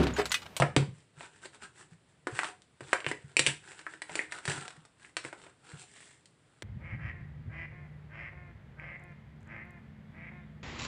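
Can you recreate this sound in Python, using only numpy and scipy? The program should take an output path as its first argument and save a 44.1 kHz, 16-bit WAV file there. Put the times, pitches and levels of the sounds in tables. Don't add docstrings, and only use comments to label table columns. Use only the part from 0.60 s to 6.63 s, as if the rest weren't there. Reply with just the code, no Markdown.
import sys
import numpy as np
from scipy import signal
from scipy.fft import rfft, irfft
from scipy.io import wavfile

SR = 44100
rng = np.random.default_rng(int(sys.argv[2]) if len(sys.argv) > 2 else 0)


def store_pcm(level_fs):
    pcm = np.round(np.clip(level_fs, -1, 1) * 32767).astype(np.int16)
    wavfile.write(sys.argv[1], SR, np.atleast_2d(pcm).T)


N = 265923
TIME = np.arange(N) / SR

# start in seconds [s], blade level [dB], blade pitch [Hz], blade bandwidth [octaves],
# plate knock level [dB], knock pitch of the spot struck [Hz], ice crack level [dB].
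BLADE_KNOCKS = [(0.0217, -19, 1313, 1.23, -18.5, 580, -39), (0.1644, -19.5, 1583, 2.31, -20, 355, -36),
                (0.608, -43.5, 1860, 1.1, -47, 610, -73), (0.856, -47.5, 2130, 0.48, -49, 445, -48.5),
                (1.6703, -30.5, 1586, 0.53, -32.5, 383, -45), (1.791, -22.5, 1500, 1.3, -33, 940, -40.5),
                (1.8329, -28.5, 1220, 0.99, -58, 970, -42), (1.845, -33, 1660, 1.9, -40, 960, -65),
                (2.02, -57, 3080, 1.84, -76, 403, -73), (2.207, -45, 1640, 1.3, -43.5, 414, -54),
                (2.3305, -18, 1437, 1.2, -24, 540, -32.5), (2.404, -39.5, 2400, 0.97, -53, 620, -51),
                (2.445, -36.5, 2080, 0.91, -48, 390, -63), (2.465, -26, 1940, 0.93, -34, 430, -53),
                (2.514, -29.5, 1896, 0.44, -34.5, 376, -42.5),
                (2.7678, -16.5, 2450, 0.35, -34.5, 388, -26.5),
                (2.7935, -16.5, 2560, 0.69, -30, 378, -19.5), (2.8645, -19, 2680, 0.69, -45.5, 437, -26.5),
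                (2.87, -23.5, 2430, 0.49, -35.5, 422.5, -27), (3.1923, -46.5, 1990, 2.3, -54.5, 885, -67),
                (3.2663, -33, 1520, .55, -46.5, 660, -59), (3.3372, -43, 1680, 0.4, -55.5, 490, -57.5),
                (3.419, -36, 1870, 0.32, -44, 840, -43), (3.4952, -42, 1586, 1.5, -42, 660, -61),
                (3.5547, -30.5, 2260, 0.95, -38.5, 450, -34.5), (3.592, -24, 2049, 0.3, -40, 400, -49),
                (3.722, -35, 1820, 0.36, -50, 649.7, -42), (3.8538, -35.5, 1960, .9, -45.5, 664, -38.5),
                (3.8781, -32, 1647, 0.53, -41.5, 449.4, -38.5),
                (4.0802, -39.5, 1624, 2.9, -61, 1030, -58.5), (4.1056, -46.5, 1460, 1.46, -64, 925, -52),
                (4.252, -53.5, 1310, 2.7, -63, 453, -58), (4.4478, -48.5, 1900, 0.86, -68, 520, -70),
                (4.568, -28, 2207, 1.37, -40, 536, -33.5), (4.6494, -36.5, 2040, 0.95, -42.5, 425, -46.5),
                (4.728, -41.5, 1360, 1.27, -42.5, 705, -56.5), (4.866, -52.5, 1498, 1.6, -51, 528, -70.5),
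                (5.657, -61.5, 2570, .9, -81.5, 408.5, -56.5), (6.0224, -39.5, 2210, 1.87, -45, 417, -58)]
# middle in seconds [s], half length as the swell's standard deviation [s],
# level before the layer trims [dB], blade pitch [Hz].
SCRAPE_STROKES = [(-0.009, 0.013, -29.5, 812), (0.381, 0.044, -70, 2110), (0.627, 0.032, -51.5, 1625),
                  (0.759, 0.045, -65.5, 1830), (0.845, 0.015, -50.5, 1700), (0.948, 0.014, -56, 1680),
                  (1.038, 0.019, -50.5, 1640), (1.199, 0.031, -57.5, 1930), (1.323, 0.013, -66, 1840),
                  (1.503, 0.02, -73.5, 1900), (1.784, 0.043, -47.5, 1860), (1.865, 0.025, -47, 1780),
                  (2.312, 0.058, -54, 1700), (2.487, 0.017, -45.5, 1800), (2.681, 0.098, -67.5, 1700),
                  (2.884, 0.02, -38.5, 1852), (3.098, .05, -55, 1760), (3.196, 0.024, -56, 1673),
                  (3.313, 0.048, -59.5, 1730), (3.565, .05, -47, 1680), (3.753, 0.031, -47, 1530),
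                  (3.91, 0.034, -38, 1760), (3.997, 0.043, -47.5, 1640), (4.12, 0.093, -64, 1400),
                  (4.447, 0.035, -61, 1890), (4.663, .02, -49, 1765), (4.818, 0.059, -59.5, 1503),
                  (5.108, 0.05, -56.5, 1600), (5.208, .025, -57.5, 2660), (5.412, 0.096, -59.5, 2130),
                  (5.955, 0.084, -77, 1600)]
# start in seconds [s], level before the boom trim [dB],
# boom pitch [Hz].
TUB_SHOVES = [(0.001, -17, 144.4), (0.167, -15.5, 139.8), (0.283, -33.5, 128.3), (0.572, -46, 147),
              (1.317, -46.5, 164.5), (1.722, -37, 121.6), (2.215, -43, 135), (2.464, -34, 149),
              (2.64, -40, 142.5), (2.797, -33, 144), (2.874, -31, 144.4), (3.51, -46.5, 169),
              (3.879, -28, 148.4), (3.975, -39, 143), (4.175, -45.5, 157.6), (4.644, -47, 136.5),
              (5.132, -38, 149.8)]
# pitch [Hz], relative strength [dB].
PLATE_RINGING = [(313, 5.5), (350, -0.5), (395, -2), (484, -3.5), (528, -3), (608, -12), (730, 5),
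                 (811, -8.5), (968, -1), (1057, -2)]
# frequency [Hz], relative spectrum level [dB per Hz].
PLATE_KNOCK_SPECTRUM = [(60, -15.5), (190, -9.5), (310, -8.5), (400, 2), (620, -12), (780, -4.5),
                        (970, 1.5), (1200, -10), (2500, -45)]
# frequency [Hz], relative spectrum level [dB per Hz].
ICE_CRACK_SPECTRUM = [(1200, -30.5), (3000, 4), (4300, 2), (5200, 0.5), (6200, -4), (8000, -6),
                      (10000, -11.5), (14000, -13)]
# frequency [Hz], relative spectrum level [dB per Hz].
BLADE_RASP_SPECTRUM = [(400, -21.5), (850, -8), (1250, -4.5), (1700, -3.5), (2100, -15), (2700, -2.5),
                       (3700, -7.5), (5000, -14.5), (8000, -39)]
# frequency [Hz], relative spectrum level [dB per Hz].
FROST_HISS_SPECTRUM = [(1500, -28.5), (3200, 1), (4300, -2), (6000, -2.5), (8000, -4.5), (10000, -10),
                       (14000, -55.5)]
# frequency [Hz], relative spectrum level [dB per Hz].
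ROOM_AIR_SPECTRUM = [(20, -5), (45, -15), (70, -4), (140, 4), (220, -5.5), (400, -6), (800, -11.5),
                     (2000, -13), (4000, -17), (6500, -24.5), (10000, -28)]
# frequency [Hz], gain [dB].
MICROPHONE_TONE = [(100, 3), (6600, -2.5), (7600, 7.5), (9600, 6), (10100, -1.5), (10550, -2)]

ROOM_AIR_DB = -67.5
ROOM_T60_S, ROOM_DB, TABLE_ECHO_DB = .26, -8.5, -6.5
CUTOFF_HZ = 10350
PLATE_T60_S, TUB_T60_S = .17, .17
KNOCK_S = .005
SETTLE_S, SETTLE_DB = .0032, -4.5
GRIP_HZ = 1700
HISS_DB, HISS_DB_PER_OCTAVE = -6.5, 12.5
RUMBLE_DB, RUMBLE_DB_PER_OCTAVE = -5, -6
CATCHES_PER_S, CATCH_DB, CATCH_SPREAD_DB = 24, 4, 2.5
CATCH_OCTAVES, CATCH_PLATE_DB, CATCH_SPOT_HZ, CATCH_CRACK_DB = 1.1, -9.5, 583, -7.5
PUSH_S = .0038
ROCK_BACK_S, ROCK_BACK_DB = .029, -4
HARD_SHOVE_DB, ROCK_DB_PER_DB = -19, .5


def from_db(db):
    return 10 ** (np.asarray(db) / 20)


def unit_energy(x):
    return x / np.sqrt(np.sum(x ** 2) + 1e-20)


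def add(track, s, sound):
    start = int(np.clip(round(s * SR), 0, N - 1))
    track[start:start + len(sound)] += sound[:N - start]


def through(x, response):
    return signal.fftconvolve(x, response)[:len(x)]


def response_of(spectrum, size=4096):
    hz, db = np.transpose(spectrum)
    grid = np.maximum(np.linspace(0, SR / 2, size // 2 + 1), 1)
    grid_db = np.interp(np.log(grid), np.log(hz), db)
    cepstrum = irfft(np.log(from_db(grid_db)))
    cepstrum[1:size // 2] *= 2
    cepstrum[size // 2 + 1:] = 0
    return irfft(np.exp(rfft(cepstrum)))


def dying(t, t60):
    return np.exp(-np.log(1000) * t / t60)


def band(x, hz, octaves):
    half = 2 ** (np.clip(octaves, .2, 3) / 2)
    sos = signal.butter(2, [hz / half, hz * half], "band", fs=SR, output="sos")
    return signal.sosfilt(sos, x + 1e-18)


def room(x, near_t60=.056, near_delay=.0031, wall_delay=.013):
    t = TIME[:SR // 3]
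    near = unit_energy(rng.standard_normal(len(t)) * dying(t, near_t60) * (t > near_delay))
    tail = unit_energy(rng.standard_normal(len(t)) * dying(t, ROOM_T60_S) * (t > wall_delay))
    direct = signal.unit_impulse(len(t))
    return signal.fftconvolve(x, direct + from_db(TABLE_ECHO_DB) * near + from_db(ROOM_DB) * tail)


def room_air():
    air = through(rng.standard_normal(N), unit_energy(response_of(ROOM_AIR_SPECTRUM)))
    return from_db(ROOM_AIR_DB) * air


def slips(size, per_s, spread_db):
    released = rng.random(size) < per_s / SR
    return released * from_db(spread_db * np.minimum(rng.exponential(1, size), 3))


def grit(size, slips_per_s=190, slip_t60=.004, slip_db=2.0, glide=.14):
    slip_decay = dying(TIME[:SR // 30], slip_t60)
    breaking = glide + through(slips(size, slips_per_s, slip_db), slip_decay)
    return unit_energy(breaking * rng.standard_normal(size)) * np.sqrt(size)


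def chatter(swell, hz, slips_per_s=220, spread_db=3, step_octaves=.44, ring_octaves=.36):
    out = 0
    for shift, weight in ((-2.0, .21), (-.3, .93), (1, .36)):
        pitch = hz * 2 ** (shift * step_octaves)
        flick = unit_energy(band(signal.unit_impulse(SR // 30), pitch, ring_octaves))
        releases = unit_energy(slips(len(swell), slips_per_s, spread_db))
        out = out + weight * through(swell * releases, flick)
    return out * np.sqrt(len(swell))


def plate_response(ring_db=-4, spot_db=2):
    t = TIME[:SR // 5]
    hz, db = np.transpose(PLATE_RINGING)
    strength = from_db(db + spot_db * rng.standard_normal(len(hz)))
    strength = strength * rng.choice([-1, 1], len(hz))
    modes = np.sin(2 * np.pi * hz[:, None] * t) * dying(t, PLATE_T60_S)
    out = from_db(ring_db) * unit_energy(strength @ modes)
    add(out, 0, unit_energy(response_of(PLATE_KNOCK_SPECTRUM)))
    return unit_energy(out)


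def scrapes(chatter_db=-2.0, rasp_db=-3, fine_frost_db=1):
    out, t = np.zeros(N), TIME[:3 * SR // 4]
    rasp_response = unit_energy(response_of(BLADE_RASP_SPECTRUM))
    frost_response = unit_energy(response_of(FROST_HISS_SPECTRUM))
    powder_gain = from_db(fine_frost_db)
    for middle, half_length, level, hz in SCRAPE_STROKES:
        start = max(middle - 3 * half_length, 0)
        swell = np.exp(-.5 * ((t + start - middle) / half_length) ** 2)
        grip = np.log2(hz / GRIP_HZ)
        force = swell * grit(len(t))
        powder = swell * powder_gain * rng.standard_normal(len(t))
        stroke = from_db(chatter_db) * chatter(swell, hz)
        stroke += from_db(rasp_db) * through(force, rasp_response)
        stroke += from_db(RUMBLE_DB + RUMBLE_DB_PER_OCTAVE * grip) * through(force, plate_response())
        hiss = through(force + powder, frost_response) / np.hypot(1, powder_gain)
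        stroke += from_db(HISS_DB + HISS_DB_PER_OCTAVE * grip) * hiss
        add(out, start, from_db(level) * room(stroke))
    return out


def blade_clack(drive, hz, octaves, ring_db=-10, ring_t60=.021, pair_octaves=.13):
    t = TIME[:len(drive)]
    pair = hz * 2 ** (pair_octaves * np.array([[-.5], [.5]]))
    phase = rng.uniform(0, 2 * np.pi, (2, 1))
    ring = np.sin(2 * np.pi * pair * t + phase).sum(axis=0) * dying(t, ring_t60)
    clack = unit_energy(band(drive, hz, octaves))
    return unit_energy(clack + from_db(ring_db) * unit_energy(band(ring, hz, octaves)))


def blow(blade_level, blade_hz, octaves, plate_level, spot_hz, crack_level, crush_t60=.021,
         blade_crush_db=-8, crack_crush_db=5, plate_db=-5, spot_db=-2, spot_octaves=1.0, crack_db=2.5):
    t = TIME[:SR // 20]
    contact = signal.unit_impulse(len(t))
    crush = unit_energy(rng.standard_normal(len(t)) * dying(t, crush_t60) * (t > 1 / blade_hz))
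    blade = blade_clack(contact + from_db(blade_crush_db) * crush, blade_hz, octaves)
    ice_drive = contact + from_db(crack_crush_db) * crush
    ice = unit_energy(through(ice_drive, response_of(ICE_CRACK_SPECTRUM)))
    spot = unit_energy(band(contact, spot_hz, spot_octaves))
    out = from_db(plate_level + plate_db) * plate_response()
    add(out, 0, from_db(plate_level + spot_db) * spot)
    add(out, 0, from_db(blade_level) * blade + from_db(crack_level + crack_db) * ice)
    return room(out) * np.sqrt(KNOCK_S * SR)


def catches(reach=1.4, pitch_spread_octaves=.25, firm_db=-50, follow=.91):
    out = np.zeros(N)
    for middle, half_length, level, hz in SCRAPE_STROKES:
        count = max(int(round(2 * reach * half_length * CATCHES_PER_S)), 1)
        for k in range(count):
            place = reach * (2 * (k + rng.random()) / count - 1)
            pressure_db = 20 * np.log10(np.exp(-.5 * place ** 2))
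            db = firm_db + follow * (level - firm_db) + CATCH_DB + pressure_db
            db += CATCH_SPREAD_DB * rng.standard_normal()
            pitch = hz * 2 ** (pitch_spread_octaves * rng.standard_normal())
            hit = blow(db, pitch, CATCH_OCTAVES, db + CATCH_PLATE_DB, CATCH_SPOT_HZ, db + CATCH_CRACK_DB)
            add(out, middle + place * half_length, hit)
    return out


def thumps(boom_db=-1, shove_db=-4, shove_hz=95, shove_t60=.028,
           rumble_db=-16, rumble_hz=140, rumble_octaves=1.1, rumble_t60=.41):
    out, t = np.zeros(N), TIME[:SR // 2]
    table = from_db(shove_db) * np.sin(2 * np.pi * shove_hz * t) * dying(t, shove_t60)
    push = np.sin(np.pi * np.minimum(t / PUSH_S, 1))
    push = push / push.sum()
    for s, db, hz in TUB_SHOVES:
        boom = np.sin(2 * np.pi * hz * t) * dying(t, TUB_T60_S)
        rock_db = ROCK_BACK_DB + ROCK_DB_PER_DB * min(db - HARD_SHOVE_DB, 0)
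        for start, level in ((s, db), (s + ROCK_BACK_S, db + rock_db)):
            noise = unit_energy(band(rng.standard_normal(len(t)), rumble_hz, rumble_octaves))
            rumble = noise * np.sqrt(len(t)) * dying(t, rumble_t60)
            thump = through(boom - table + from_db(rumble_db) * rumble, push)
            add(out, start, from_db(level + boom_db) * thump)
    return out


def knocks():
    out = np.zeros(N)
    for s, blade_level, blade_hz, octaves, plate_level, spot_hz, crack_level in BLADE_KNOCKS:
        settle_db = SETTLE_DB + min(plate_level - blade_level, 0)
        for start, db in ((s, 0), (s + SETTLE_S, settle_db)):
            hit = blow(blade_level + db, blade_hz, octaves, plate_level + db, spot_hz, crack_level + db)
            add(out, start, hit)
    return out


def scene():
    return (room_air() + scrapes() + catches() + thumps() + knocks())[None, :]


def record(dry, low_cut_hz=45):
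    low_cut = signal.butter(2, low_cut_hz, "high", fs=SR, output="sos")
    lean = signal.sosfilt(low_cut, dry[0])
    bright = through(lean, response_of(MICROPHONE_TONE))
    band_end = signal.ellip(8, .5, 60, CUTOFF_HZ, fs=SR, output="sos")
    return signal.sosfilt(band_end, bright)[None, :]


dry = scene()
out = record(dry)
store_pcm(out)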